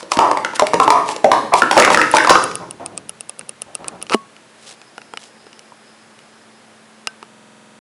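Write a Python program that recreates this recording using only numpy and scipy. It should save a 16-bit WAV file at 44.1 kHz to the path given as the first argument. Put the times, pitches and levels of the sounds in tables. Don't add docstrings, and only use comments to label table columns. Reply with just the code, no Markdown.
import sys
import numpy as np
from scipy import signal
from scipy.fft import rfft, irfft
from scipy.io import wavfile

SR = 44100
rng = np.random.default_rng(int(sys.argv[2]) if len(sys.argv) > 2 else 0)


def put_to_file(sound):
    columns = np.atleast_2d(sound).T
    safe = np.clip(columns, -1, 1)
    whole_steps = np.round(safe * 32767)
    wavfile.write(sys.argv[1], SR, whole_steps.astype(np.int16))


N = 348831
TIME = np.arange(N) / SR
RING = TIME[:SR // 4]

# (time [s], level [dB], cavity pitch [Hz], shell crack [dB], share sent to the room [dB])
BLOWS = [(0.1183, -1, 977, -2, -15.5), (0.171, -9, 246, -3, -8.5), (0.1895, 4.5, 885, -7.5, 4),
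         (0.3135, 1.5, 980, -11.5, -4.5), (0.372, -5, 856, -7.5, 2), (0.448, -3, 1313, -7.5, -0.5),
         (0.535, -14.5, 931, -15, -10.5), (0.5955, 2, 1020, -2, -5.5), (0.6215, 4.5, 608, -18, -6),
         (0.6685, -19.5, 2280, 11.5, -1), (0.7345, -0.5, 970, -12, -2.5), (0.7415, -3, 448, -5.5, 1.5),
         (0.8002, 5.5, 1055, -13, 3), (0.8783, 5, 946, -13, -11.5), (0.904, 4.5, 948, -4, -0.5),
         (1.163, -17.5, 498, 3, -7), (1.2438, 8, 604.6, -16, -0.5), (1.3165, 6, 988, -9, 2.5),
         (1.538, 5.5, 950, -5.5, -3), (1.62, 6, 1405, -12.5, -0.5), (1.712, 0, 756, 1, 4),
         (1.768, 7, 906, -15.5, -6), (1.784, 0, 1173, -19, 7.5), (1.799, -6.5, 1090, 10.5, -26.5),
         (1.823, -1.5, 1833, -6, 6.5), (1.8485, 1.5, 1310, 2, -4), (1.877, 3.5, 1011, -27.5, -2.5),
         (1.903, 3.5, 951, -6, 2.5), (1.9455, 4, 1765, -1.5, -20.5), (1.9733, 2.5, 1241, -6, 6.5),
         (2.015, 4.5, 1835, -11, -2), (2.139, 7, 876, -24, 1), (2.1563, -4, 1184, -9, -8.5),
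         (2.168, 0, 1457, 2, -7.5), (2.184, -3.5, 1590, -4, 9.5), (2.2475, -2, 1277, -7.5, -11.5),
         (2.2725, 1, 962, -8, 1.5), (2.306, 4.5, 511, -30.5, -3), (2.3545, 7, 1231, -21.5, -1.5),
         (2.514, -25, 1240, 6.5, -16)]
# (time of the middle [s], length [s], level [dB])
SLIDES = [(0.005, 0.036, -37.5), (0.137, 0.033, -27.5), (0.559, 0.013, -23.5), (0.635, 0.047, -47),
          (0.837, 0.011, -23), (1.101, 0.05, -28.5), (1.582, 0.032, -22.5), (1.802, 0.06, -23),
          (1.932, 0.022, -21), (2.154, 0.046, -23.5), (2.304, 0.013, -16), (2.428, 0.011, -29)]
# (time of the middle [s], length [s], level [dB])
HOLLOW_SWELLS = [(0.235, 0.095, -14), (0.955, 0.089, -14), (1.35, 0.031, -15), (1.533, 0.014, -6.5)]
# (time [s], level [dB], brightness [Hz])
THUDS = [(2.6, -30, 890), (2.798, -31.5, 820), (2.914, -38.5, 580), (3.385, -43, 400), (3.661, -42, 690),
         (3.791, -34.5, 694), (3.843, -36, 1210), (3.92, -35.5, 700)]
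# (time [s], level [dB])
TICKS = [(2.1144, -11), (2.2395, -18), (2.4398, -7.5), (2.5547, -10), (2.7096, -16), (2.8613, -12.5),
         (2.977, -12), (3.094, -13.5), (3.208, -15.5), (3.2951, -13.5), (3.3932, -16.5), (3.493, -14),
         (3.6193, -12), (3.752, -10), (3.8826, -10), (4.0261, -13)]
# (time [s], level [dB], centre of the colour [Hz])
KNOCKS = [(3.411, -23.5, 1700), (3.844, -20.5, 1460), (4.016, -22, 3460), (4.067, -23.5, 2960),
          (4.097, -10, 2430), (4.144, -7, 2100), (4.145, 3, 263), (4.365, -27, 2740), (4.816, -25.5, 2800),
          (4.98, -16, 1090), (5.017, -26, 1990), (5.137, -15.5, 855), (5.173, -13, 3100),
          (5.467, -26.5, 510), (5.53, -26.5, 3500), (5.593, -23.5, 7000), (5.721, -40, 920),
          (6.19, -30.5, 3520), (7.072, -3.5, 3700), (7.0735, -15, 2650), (7.228, -21.5, 990)]
# (time [s], level [dB], centre of the colour [Hz])
GRIP_ENDS = [(4.106, -16.5, 430), (4.139, -2, 1980)]
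# (time [s], pitch [Hz], level [dB], t60 [s])
SPRINGS = [(4.142, 1106, -23.5, 0.28), (5.721, 970, -27, 0.023), (7.072, 1540, -30, 0.15),
           (7.073, 5100, -30, .055)]
# (time of the middle [s], length [s], level [dB])
BRUSHES = [(4.128, 0.051, -40), (4.62, .1, -55), (4.69, 0.059, -38.5), (5.24, 0.053, -42.5)]

# (multiple of the cavity pitch, level [dB], t60 at the open pitch [s])
CUP_MODES = [(1, -2.5, 0.026), (.98, -18, 0.15), (.76, -12.5, 0.031), (1.34, -8.5, .02), (.45, -22, 0.047),
             (1.95, -8, 0.0026), (2.5, -32.5, 0.038)]
# (frequency [Hz], level [dB], t60 [s])
TABLE_MODES = [(125, -54.5, .14), (285, -25.5, 0.049), (376, -44.5, 0.18), (470, -17.5, 0.037)]
# (frequency [Hz], level [dB], t60 [s])
LENS_MODES = [(555, -19.5, 0.028), (1250, -20, 0.04), (2680, -13, 0.017), (5280, -6, 0.0049),
              (6040, -5.5, 0.0017), (9270, 5, 0.004), (10640, -5.5, 0.0044)]
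# (frequency [Hz], level [dB], t60 [s])
BODY_MODES = [(218, -12, 0.06), (450, -1, 0.028), (674, -8.5, 0.039), (900, 0, 0.016), (1298, 1, 0.018),
              (2410, 6, 0.005), (2876, -0.5, 0.021), (3890, 2, 0.004), (5330, 7, 0.0038),
              (7150, 4.5, 0.0018), (9350, 2, 0.0046)]

# (frequency [Hz], level [dB])
SHELL_SPECTRUM = [(60, -37), (300, -27), (1200, 12), (2200, 17), (3200, 9.5), (5200, 9.5), (7000, 3.5),
                  (11000, -1), (14000, -31)]
# (frequency [Hz], level [dB])
SCRAPE_SPECTRUM = [(100, -41.5), (500, 11.5), (1500, 4), (3300, 10.5), (5500, 8.5), (8000, 6), (11000, 3),
                   (14000, -52)]
# (frequency [Hz], level [dB])
HISS_SPECTRUM = [(18, -64), (30, -51), (91, -17), (120, -8), (187, -8), (216, -6), (306, -6), (466, -5.5),
                 (1640, -9.5), (1770, -10), (2000, -12), (4200, -17.5), (5110, -20), (11000, -22.5),
                 (14300, -55), (22000, -120)]
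# (frequency [Hz], rms level [dB])
HUM = [(220.5, -56.5), (1319, -83)]
# (time [s], level [dB])
HUM_SWELL = [(4.9, -4), (7.3, 3.5)]
# (time [s], level [dB])
WHINE = [(4.3, -72), (4.9, -60), (5.4, -59), (7.0, -69), (7.25, -76)]
# (frequency [Hz], t60 [s])
ROOM_T60 = [(80, 0.89), (180, 1.57), (380, 0.59), (900, 0.36), (1400, 0.52), (3000, 0.57), (9000, 0.68)]

HISS_DB = -47.5
GRAZE_S, GRAZE_DB = 0.0035, -25.5
BOUNCE_S, BOUNCE_SHRINK, BOUNCE_DB = 0.018, 0.85, -16.5
RATTLES_PER_S, RATTLE_DB, RATTLE_SPREAD_DB = 45, 9, 8
RATTLE_HZ, RATTLE_OCTAVES, RATTLE_CRACK_DB, RATTLE_ROOM_DB = 703, 0.6, -3.5, 3
OPEN_CUP_HZ, DAMPING_POWER = 962, 0.53
GRIP_JITTER_S = 0.0022
WHINE_HZ, WHINE_WIDTH_HZ = 5100, 510
STALL_S, STOP_S = 7.28, 7.79
TOP_HZ = 11100


def undb(db):
    return 10 ** (np.asarray(db) / 20)


def add(track, s, sound):
    start = max(int(s * SR), 0)
    track[start:start + len(sound)] += sound[:N - start]


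def fade(t, t60):
    return np.exp(-np.log(1000) * t / t60)


def on_log_axis(hz, points):
    at, value = np.transpose(points)
    return np.interp(np.log(hz + 1), np.log(at), value)


def colour(x, points):
    gain = undb(on_log_axis(np.fft.rfftfreq(len(x), 1 / SR), points))
    y = irfft(rfft(x) * gain, len(x))
    return y / y.std()


def high_pass(x, hz):
    return signal.sosfilt(signal.butter(2, hz, "high", fs=SR, output="sos"), x)


def ring(modes, scale=1, scatter=0, bend=0, settle_s=0.0057):
    hz, db, t60 = np.transpose(modes)[:, :, None]
    index = np.arange(len(hz))[:, None]
    detune = scatter * rng.standard_normal(hz.shape) * (index > 0)
    polarity = (-1) ** index
    clock = RING + bend * settle_s * (1 - np.exp(-RING / settle_s))
    waves = np.sin(2 * np.pi * hz * scale * (1 + detune) * clock)
    return np.sum(polarity * undb(db) * fade(RING, t60) * waves, axis=0)


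def hiss():
    return undb(HISS_DB) * colour(rng.standard_normal(N), HISS_SPECTRUM)


def hum(waver_rad=0.3):
    tones = 0
    for hz, db in HUM:
        drift = colour(rng.standard_normal(N), [(3, 0), (15, -20), (60, -80), (200, -140)])
        wave = np.sqrt(2) * np.sin(2 * np.pi * hz * TIME + waver_rad * drift)
        tones = tones + undb(db) * wave
    return tones * undb(np.interp(TIME, *np.transpose(HUM_SWELL)))


def friction(strokes, grain_db, catch_db=4):
    swell = sum(undb(db) * np.exp(-2 * ((TIME - s) / length) ** 2) for s, length, db in strokes)
    slips = np.repeat(grain_db * rng.standard_normal(N // 32 + 1), 32)[:N]
    catches = np.repeat(catch_db * rng.uniform(-1, 1, N // 160 + 1), 160)[:N]
    grains = rng.standard_normal(N) * undb(slips + catches)
    return swell * colour(grains, SCRAPE_SPECTRUM)


def rattles():
    rows = []
    for s, length, db in SLIDES:
        count = int(2 * length * RATTLES_PER_S)
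        for when, size, pitch in rng.standard_normal((12, 3))[:count]:
            time = s + length * when / 2
            level = db + RATTLE_DB + RATTLE_SPREAD_DB * size
            hz = RATTLE_HZ * 2 ** (RATTLE_OCTAVES * pitch)
            rows.append((time, level, hz, RATTLE_CRACK_DB, RATTLE_ROOM_DB))
    return rows


def blow(db, hz, shell_db, body_db=2.12, crack_db=-2.5, crack_t60=0.013, buzz_db=-25, buzz_t60=0.13):
    damping = (OPEN_CUP_HZ / hz) ** DAMPING_POWER
    modes = [(multiple, mode_db, t60 * damping) for multiple, mode_db, t60 in CUP_MODES]
    cavity = ring(modes, hz, scatter=0.06, bend=0.12 * rng.uniform(-1.05, 1))
    hollow = undb(db + body_db) * (cavity + ring(TABLE_MODES, scatter=0.091))
    contact = fade(RING, crack_t60) + undb(buzz_db) * fade(RING, buzz_t60)
    shell = colour(rng.standard_normal(len(RING)), SHELL_SPECTRUM)
    crack = undb(db + crack_db + shell_db) * contact * shell
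    return hollow, crack


def cups(crack_room_db=-2.0, bounces=2):
    direct, spread = np.zeros(N), np.zeros(N)
    for s, db, hz, shell_db, room_db in BLOWS + rattles():
        hollow, crack = blow(db, hz, shell_db)
        add(direct, s - GRAZE_S, undb(GRAZE_DB) * (hollow + crack))
        for k, chance in enumerate(rng.uniform(0.5, 1, bounces + 1)):
            add(direct, s, undb(k * BOUNCE_DB) * (hollow + crack))
            to_room = hollow + undb(crack_room_db) * crack
            add(spread, s, undb(k * BOUNCE_DB + room_db) * to_room)
            s = s + BOUNCE_S * BOUNCE_SHRINK ** k * chance
    return direct, spread


def room(x, wet_db=-4.57, build_s=0.0014, treble_db=-3, first_s=0.0072):
    t = TIME[:SR]
    noise, hz = rfft(rng.standard_normal(SR)), np.arange(SR // 2 + 1)
    octave = np.log2(np.clip(hz, 80, 80 * 2 ** 7) / 80)
    tail = 0
    for k in range(8):
        centre = 80 * 2 ** k
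        band = irfft(noise * np.maximum(1 - abs(octave - k), 0), SR)
        level_db = on_log_axis(centre, [(1500, 0.015), (5000, treble_db)])
        tail = tail + band * fade(t, on_log_axis(centre, ROOM_T60)) * undb(level_db)
    tail = tail * (1 - np.exp(-np.maximum(t - first_s, 0) / build_s))
    return undb(wet_db) * signal.fftconvolve(x, tail / np.linalg.norm(tail))[:N]


def hollow_swells(longest_t60=0.045):
    modes = [(multiple, db, min(t60, longest_t60)) for multiple, db, t60 in CUP_MODES]
    cavity = ring(modes, OPEN_CUP_HZ, scatter=0.027)
    noise = friction(HOLLOW_SWELLS, grain_db=1, catch_db=2)
    return signal.fftconvolve(noise, cavity / np.linalg.norm(cavity))[:N]


def lens(tick_db=1, lead_s=0.0047, lead_db=-20, case_db=-24, grit_db=-27, grit_t60=0.048):
    out = np.zeros(N)
    for s, db in TICKS:
        slack = ring(LENS_MODES, scatter=0.081)
        add(out, s - lead_s, undb(db + lead_db) * slack)
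        snap = ring(LENS_MODES, bend=0.041 * rng.standard_normal(), scatter=0.021)
        add(out, s, undb(db + tick_db) * snap)
        grit = colour(rng.standard_normal(len(RING)), SCRAPE_SPECTRUM) * fade(RING, grit_t60)
        jolt = ring(BODY_MODES, scatter=0.047)
        add(out, s, undb(db) * (undb(case_db) * jolt + undb(grit_db) * grit))
    return out


def thuds(t60=0.067, bass_db=-9, hold_s=0.036):
    out = np.zeros(N)
    for s, db, hz in THUDS:
        shape = [(35, -30), (75, bass_db), (hz / 2, -5), (hz, 0), (2 * hz, -17), (5 * hz, -32), (20000, -50)]
        burst = colour(rng.standard_normal(len(RING)), shape)
        add(out, s, undb(db) * burst * fade(np.maximum(RING - hold_s, 0), t60))
    return high_pass(out, hz=55.4)


def handling(slope_db=6, grit_db=-13, grit_t60=0.011):
    out = friction(BRUSHES, grain_db=4.5)
    for s, db, centre in KNOCKS + grip():
        modes = [(hz, mode_db - slope_db * abs(np.log2(hz / centre)), t60) for hz, mode_db, t60 in BODY_MODES]
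        knock = ring(modes, scatter=0.063)
        shape = [(centre / 4, -10), (centre, 0), (4 * centre, -14)]
        grit = colour(rng.standard_normal(len(RING)), shape) * fade(RING, grit_t60)
        add(out, s, undb(db) * (knock / abs(knock).max() + undb(grit_db) * grit))
    for s, hz, db, t60 in SPRINGS:
        add(out, s, ring([(hz, db, t60)]))
    return out


def grip(count=8):
    slips = np.linspace(*GRIP_ENDS, count)
    return [(s + GRIP_JITTER_S * rng.standard_normal(), db, hz) for s, db, hz in slips]


def whine(flutter_db=3, flutter_hz=14):
    hz = np.fft.rfftfreq(N, 1 / SR)
    peak = 1 / (1 + (2 * (hz - WHINE_HZ) / WHINE_WIDTH_HZ) ** 2)
    band = irfft(rfft(rng.standard_normal(N)) * peak, N)
    flutter = colour(rng.standard_normal(N), [(flutter_hz, 0), (10 * flutter_hz, -60)])
    level_db = np.interp(TIME, *np.transpose(WHINE), left=-np.inf, right=-np.inf)
    return band / band.std() * undb(level_db + flutter_db * flutter)


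def scene(slide_room_db=-7, swell_room_db=-1, swell_direct_db=-3, thud_direct_db=-3, low_cut_hz=120):
    direct, spread = cups()
    slides, swells, soft = friction(SLIDES, grain_db=4.5), hollow_swells(), thuds()
    ringing = high_pass(spread + undb(swell_room_db) * swells, hz=105)
    echoes = room(ringing + undb(slide_room_db) * slides + soft)
    near = high_pass(direct + slides + undb(swell_direct_db) * swells + lens() + handling(), low_cut_hz)
    background = hiss() + hum() + whine()
    return (near + undb(thud_direct_db) * soft + echoes + background)[None]


def record(dry):
    out = np.clip(dry[0], -1, 1)
    block = 2048
    stall = int(STALL_S * SR)
    buzz = np.resize(out[stall:stall + block], N - stall)
    out = np.concatenate([out[:stall], buzz]) * (TIME < STOP_S)
    top_cut = signal.ellip(10, 0.2, 70, TOP_HZ, fs=SR, output="sos")
    return signal.sosfilt(top_cut, out)[None]


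dry = scene()
out = record(dry)
put_to_file(out)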